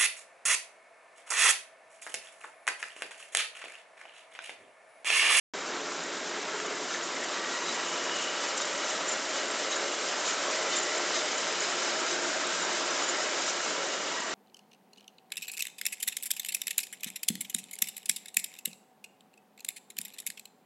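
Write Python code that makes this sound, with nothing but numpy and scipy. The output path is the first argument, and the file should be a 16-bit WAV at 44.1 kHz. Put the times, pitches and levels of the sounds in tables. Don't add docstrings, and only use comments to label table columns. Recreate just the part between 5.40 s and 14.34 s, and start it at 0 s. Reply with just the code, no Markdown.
import sys
import numpy as np
from scipy import signal
from scipy.fft import rfft, irfft, next_fast_len
from scipy.io import wavfile
from scipy.ndimage import uniform_filter1d, map_coordinates

SR = 44100
rng = np.random.default_rng(int(sys.argv[2]) if len(sys.argv) > 2 else 0)


def file_out(sig):
    cols = np.atleast_2d(sig).T
    lim = np.clip(cols, -1, 1)
    pcm = np.round(lim * 32767).astype(np.int16)
    wavfile.write(sys.argv[1], SR, pcm)


N = 394254


def amp(db):
    return 10 ** (np.asarray(db) / 20)


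def unit(x):
    return x / np.sqrt(np.mean(x ** 2) + 1e-20)


def noise():
    return rng.standard_normal(N)


def curve(rows):
    return np.interp(np.arange(N) / SR, *np.transpose(rows))


def wobble(rate_hz):
    knots = rng.standard_normal(int(N * rate_hz / SR) + 4)
    grid = np.arange(len(knots) * 10) / 10
    return np.interp(np.arange(N) * rate_hz / SR, grid, map_coordinates(knots, [grid], mode="nearest"))


def filtered(x, response):
    size = next_fast_len(N + SR // 2)
    return irfft(rfft(x, size) * response(np.fft.rfftfreq(size, 1 / SR)), size)[:N]


def coloured(x, spectrum):
    hz, db = np.transpose(spectrum)
    return unit(filtered(x, lambda f: amp(np.interp(np.log(f + 1), np.log(hz), db))))


def resonate(x, modes):
    return unit(filtered(x, lambda f: sum(
        amp(db) * 1j * f * width / (hz * hz - f * f + 1j * f * width) for hz, width, db in modes)))


def swell(phase, sharp):
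    return np.exp(sharp * (np.cos(2 * np.pi * phase) - 1))


# time_s, lean (0 at the wing, 1 at the carburettor)
CAMERA_PATH = [(0.2, 0.036), (1.2, 0.064), (2.3, 0.34), (2.9, 0.46), (4.3, 0.48), (5.1, 0.79), (6.2, 0.88),
               (6.9, 1), (7.6, .9), (8.3, 0.61), (8.9, .27)]
# lean, block_db, intake_db, clatter_db, belt_db (before each source's trim)
LEVEL_BY_LEAN = [(0, -45, -48.3, -38.5, -41), (.3, -45, -45.5, -38, -37), (.5, -46.5, -41.5, -37, -35.5),
                 (.8, -47, -40, -35.5, -34), (1, -44, -42.5, -35.6, -34.2)]

def levels_db():
    lean, *columns = np.transpose(LEVEL_BY_LEAN)
    return [np.interp(curve(CAMERA_PATH), lean, db) for db in columns]


def hum(firing, multiple):
    level = np.sqrt(2) * amp(2.5 * wobble(11))
    return level * np.sin(2 * np.pi * multiple * firing + 1.33 * wobble(9))


# freq_hz, gain_db
BLOCK_SPECTRUM = [(20, -25.5), (100, -20.5), (135, -19.5), (175, -8.5), (205, -9), (280, -1.5), (420, 0.5),
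                  (480, -2.5), (600, -4.5), (1000, -19), (3000, -75.5)]
# firing_multiple, level_db (re the rumble)
BLOCK_HUM = [(5, -23), (8.25, -14.5), (10.05, -8.5), (12.2, -14.5)]

def block(firing, throb):
    rumble = coloured(noise() * (1 + .14 * throb), BLOCK_SPECTRUM)
    return rumble + sum(amp(db) * hum(firing, multiple) for multiple, db in BLOCK_HUM)


# pitch_hz, width_hz, gain_db
INTAKE_MODES = [(551, 55, -3.5), (615, 38, -0.5), (665, 25, -11.5)]

def intake(firing, throb):
    return resonate(noise() * (1 + .28 * throb), INTAKE_MODES) + amp(-13) * hum(firing, 17.9)


def taps(phase, count, scatter_db):
    turns = np.arange(-1, int(phase[-1]) + 2)[:, None]
    due = (turns + (np.arange(count) + rng.uniform(-.4, .4, count)) / count).ravel()
    at = np.interp(due, phase, np.arange(N), left=-SR, right=N + SR)
    at = (at + rng.normal(0, .0002 * SR, due.size)).astype(int)
    usual = rng.uniform(-1, 1, count)
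    force = amp(scatter_db * (usual + rng.standard_normal((turns.size, count)))).ravel()
    inside = (at >= 0) & (at < N)
    return np.bincount(at[inside], force[inside], N)


def bay_echo(x, t60_s, echo_db):
    t = np.arange(SR // 8) / SR
    tail = rng.standard_normal(len(t)) * amp(-60 * t / t60_s)
    return unit(x + amp(echo_db) * signal.fftconvolve(x, tail / np.linalg.norm(tail))[:N])


def chatter(flare_db, frame_samples):
    bands = signal.stft(noise(), nperseg=frame_samples)[2]
    flares = uniform_filter1d(rng.standard_normal(bands.shape), 3, axis=0)
    flares = unit(uniform_filter1d(flares, 4, axis=1))
    return unit(signal.istft(bands * amp(flare_db * flares), nperseg=frame_samples)[1][:N])


# freq_hz, gain_db
RATTLE_SPECTRUM = [(200, -42), (450, -10.5), (750, -1), (1000, -1.6), (1120, -1), (1600, -0.5), (2100, -3),
                   (2450, -7.5), (4000, -10), (8000, -29.5)]
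# pitch_hz, width_hz, gain_db
COVER_MODES = [(998, 100, -6), (1365, 95, -2), (1557, 43, -2), (2170, 90, -10), (3735, 220, -10),
               (5020, 140, -11)]

def clatter(firing, throb):
    tappets = bay_echo(taps(firing / 4, count=16, scatter_db=3.5), t60_s=.03, echo_db=0)
    pulsing = 1 + .17 * throb
    parts = chatter(flare_db=2, frame_samples=1024) * pulsing * amp(.8 * wobble(120))
    rattle = coloured(unit(parts) + .34 * tappets, RATTLE_SPECTRUM)
    cover = resonate(noise() * pulsing + .33 * tappets, COVER_MODES)
    whine = hum(firing, 38.1)
    return amp(-1.5) * rattle + amp(-8.5) * cover + amp(-22.5) * whine


# throb_db, one per cylinder
CYLINDER_DB = [0.92, -1, 0.9, -1.3]

def engine(firing):
    block_db, intake_db, clatter_db, _ = levels_db()
    throb = swell(firing, sharp=2.2) * amp(CYLINDER_DB)[np.round(firing).astype(int) % 4]
    uneven = amp(.5 * wobble(18))
    return uneven * (amp(block_db) * block(firing, throb)
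                     + amp(intake_db - 2) * intake(firing, throb)
                     + amp(clatter_db) * clatter(firing, throb))


# pitch_hz, width_hz, level_db, antinode_lean, reach_lean
STANDING_WAVES = [(355, 11, -49.5, 1, .25), (428, 20, -46.5, .09, 0.03), (427, 26, -48, 0.56, 0.06),
                  (443, 80, -47.5, 0.81, 0.08), (564, 34, -45.5, 0.52, .06), (613, 30, -47, .81, .05),
                  (640.5, 21, -47, .98, .07), (965, 26, -47, 0.35, .08), (1166, 31, -48.5, 0.31, 0.14),
                  (1344, 140, -49.5, .85, .2), (1590, 130, -43.5, 1, .04), (1916, 40, -46, .29, 0.07),
                  (1930, 47, -47.5, 0.49, .03), (1970, 80, -44.5, .81, .05), (2928, 70, -49.5, 0.49, 0.26),
                  (3000, 80, -48, .88, .09), (5020, 110, -49, .87, .08)]

def standing_waves():
    lean, out = curve(CAMERA_PATH), np.zeros(N)
    for hz, width_hz, db, antinode, reach in STANDING_WAVES:
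        nearness = np.exp(-.5 * ((lean - antinode) / reach) ** 2)
        out += amp(db) * nearness * resonate(noise(), [(hz, width_hz, 0)])
    return out


# freq_hz, gain_db
HISS_SPECTRUM = [(500, -32.5), (1500, -3.5), (2500, 2), (3800, 1.5), (4600, 1), (5000, 3.5), (6400, 3.5),
                 (7200, 2), (8000, -0.5)]
# peak_s, boost_db
BELT_SCUFFS = [(1.53, 2.8), (1.93, 0), (2.29, 1.5), (3.21, 1.5), (3.49, 1.7), (4.33, 2.3), (4.88, 2.2),
               (5.34, 2.5), (5.76, 2), (6.24, 0.5), (6.48, 1), (6.72, 2), (8.1, 1.5)]
# pitch_hz, width_hz, gain_db
PULLEY_MODES = [(3830, 140, -1.5), (5050, 120, -6), (6120, 250, -4.5)]

def belt(firing):
    t = np.arange(N) / SR
    lap = firing / 8 + .69
    scuff_db = sum(db * np.exp(-((t - peak_s) / .036) ** 2) for peak_s, db in BELT_SCUFFS)
    swish_db = 1.8 * swell(lap, sharp=1.3) + .49 * swell(firing / 2, sharp=2)
    rub = amp(swish_db + scuff_db + .45 * wobble(30))
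    ticks = bay_echo(taps(lap, count=21, scatter_db=3), t60_s=.02, echo_db=1.5)
    friction = chatter(flare_db=1.6, frame_samples=512)
    hiss = coloured(friction * rub + .26 * ticks, HISS_SPECTRUM)
    slips = swell(firing - .3, sharp=.4) * amp(7 * np.tanh(.7 * wobble(90))) * rub
    squeak = resonate(noise() * slips, [(7106, 290, 0)])
    ring = scuff_db * resonate(noise(), PULLEY_MODES)
    return amp(levels_db()[-1] + 1) * (hiss + amp(-14) * squeak + amp(-16) * ring)


def faint_chirps(count=24, pitch_hz=6890, half_width_s=.0071):
    belt_db = levels_db()[-1]
    at = ((np.arange(count) + rng.random(count)) * N / count).astype(int)
    return [(i / SR, pitch_hz * np.exp(.05 * detune), belt_db[i] - 1.5 + .99 * force, half_width_s)
            for i, (detune, force) in zip(at, rng.standard_normal((count, 2)))]


# peak_s, pitch_hz, relative_db, half_width_s
LOUD_CHIRPS = [(1.636, 6880, -38.5, 0.0093), (3.18, 7150, -36, 0.0092), (3.216, 7100, -36, .014),
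               (3.692, 7150, -32, .011), (3.726, 7120, -34, 0.024), (4.316, 6620, -33.5, 0.012),
               (4.365, 6900, -33, .008), (4.895, 7130, -35.5, .03), (5.37, 7180, -31.5, 0.017),
               (5.389, 7200, -28, 0.0054), (5.403, 7100, -31, 0.0036), (5.434, 7130, -30.5, .006),
               (5.756, 6400, -38.5, .018), (5.981, 7000, -32.5, 0.0074), (6.206, 6890, -30, .005),
               (7.64, 6950, -32, .011), (7.693, 7070, -32.5, .017), (8.095, 6000, -35, .015)]

def chirps():
    t, out = np.arange(N) / SR, np.zeros(N)
    drift_turns = 140 * np.cumsum(wobble(700)) / SR
    rasp = .42 * coloured(noise(), HISS_SPECTRUM)
    for peak_s, hz, db, half_width_s in LOUD_CHIRPS + faint_chirps():
        near = slice(max(int((peak_s - .06) * SR), 0), int((peak_s + .06) * SR))
        tone = np.sin(2 * np.pi * (hz * t[near] + drift_turns[near]))
        envelope = np.exp(-2 * ((t[near] - peak_s) / half_width_s) ** 2)
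        out[near] += amp(db) * envelope * (tone + rasp[near])
    return amp(2) * out


# start_s, pitch_hz, level_db
FITTING_CLACKS = [(1.507, 1540, -35), (1.544, 1670, -34.5), (1.823, 1960, -35), (2.141, 1720, -38),
                  (5.757, 2030, -34), (6.222, 1920, -31.5), (6.845, 1550, -30), (8.204, 1650, -34)]

def clacks(t60_s=.1):
    t, out = np.arange(SR // 10) / SR, np.zeros(N + SR)
    for start_s, hz, db in FITTING_CLACKS:
        partials_hz = hz * np.exp(.12 * rng.standard_normal((8, 1)))
        ring = np.sin(2 * np.pi * (partials_hz * t + rng.random((8, 1)))).sum(0) / 2
        out[int(start_s * SR):][:len(t)] += amp(db - 60 * t / t60_s) * ring
    return out[:N]


# peak_s, pitch_hz, level_db, half_width_s
PULLEY_WHISTLES = [(1.54, 6200, -44, .035), (1.94, 3810, -48, .06), (2.288, 3910, -42.5, .04),
                   (2.5, 2960, -45.5, 0.1), (2.81, 2920, -42, 0.15), (3.22, 3770, -43, .025),
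                   (4.33, 3850, -41, .018), (5.35, 3600, -41, .03), (5.76, 3790, -42, 0.033)]

def whistles(width_hz=95):
    t, out = np.arange(N) / SR, np.zeros(N)
    for peak_s, hz, db, half_width_s in PULLEY_WHISTLES:
        envelope = np.exp(-((t - peak_s) / half_width_s) ** 2)
        out += amp(db) * envelope * resonate(noise(), [(hz, width_hz, 0)])
    return out


# time_s, firing_rate_hz
ENGINE_SPEED = [(0, 35.15), (1.8, 35.1), (2.5, 34.5), (4.1, 34.55), (4.9, 35.8), (5.6, 35.8), (6.2, 35.45),
                (7.5, 35.45), (8, 34.9), (8.9, 35.4)]

def scene():
    firing = np.cumsum(curve(ENGINE_SPEED)) / SR - .25
    sound = engine(firing) + standing_waves() + belt(firing) + chirps() + whistles() + clacks()
    return np.array([sound, sound])


def record(dry):
    start_s, fold_hz, top_hz = .136, 8000, 9114
    t = np.arange(N) / SR
    bass_cut = lambda hz: amp(np.interp(hz, [30, 110, 170], [-8, -9, 0]))
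    sound = filtered(dry[0], lambda hz: bass_cut(hz) * np.clip((fold_hz - hz) / 520, 0, 1))
    sound *= np.clip((t - start_s) / .0016, 0, 1)
    mirrored = sound * (1 + 2 * np.cos(2 * np.pi * 2 * fold_hz * t))
    edge = lambda hz: amp(np.interp(hz, [7300, 7800, 8287, 8703, 9120], [1, 4.5, -4, -21.5, -43]))
    return np.tile(filtered(mirrored, lambda hz: edge(hz) * (hz < top_hz)), (2, 1))


dry = scene()
out = record(dry)
file_out(out)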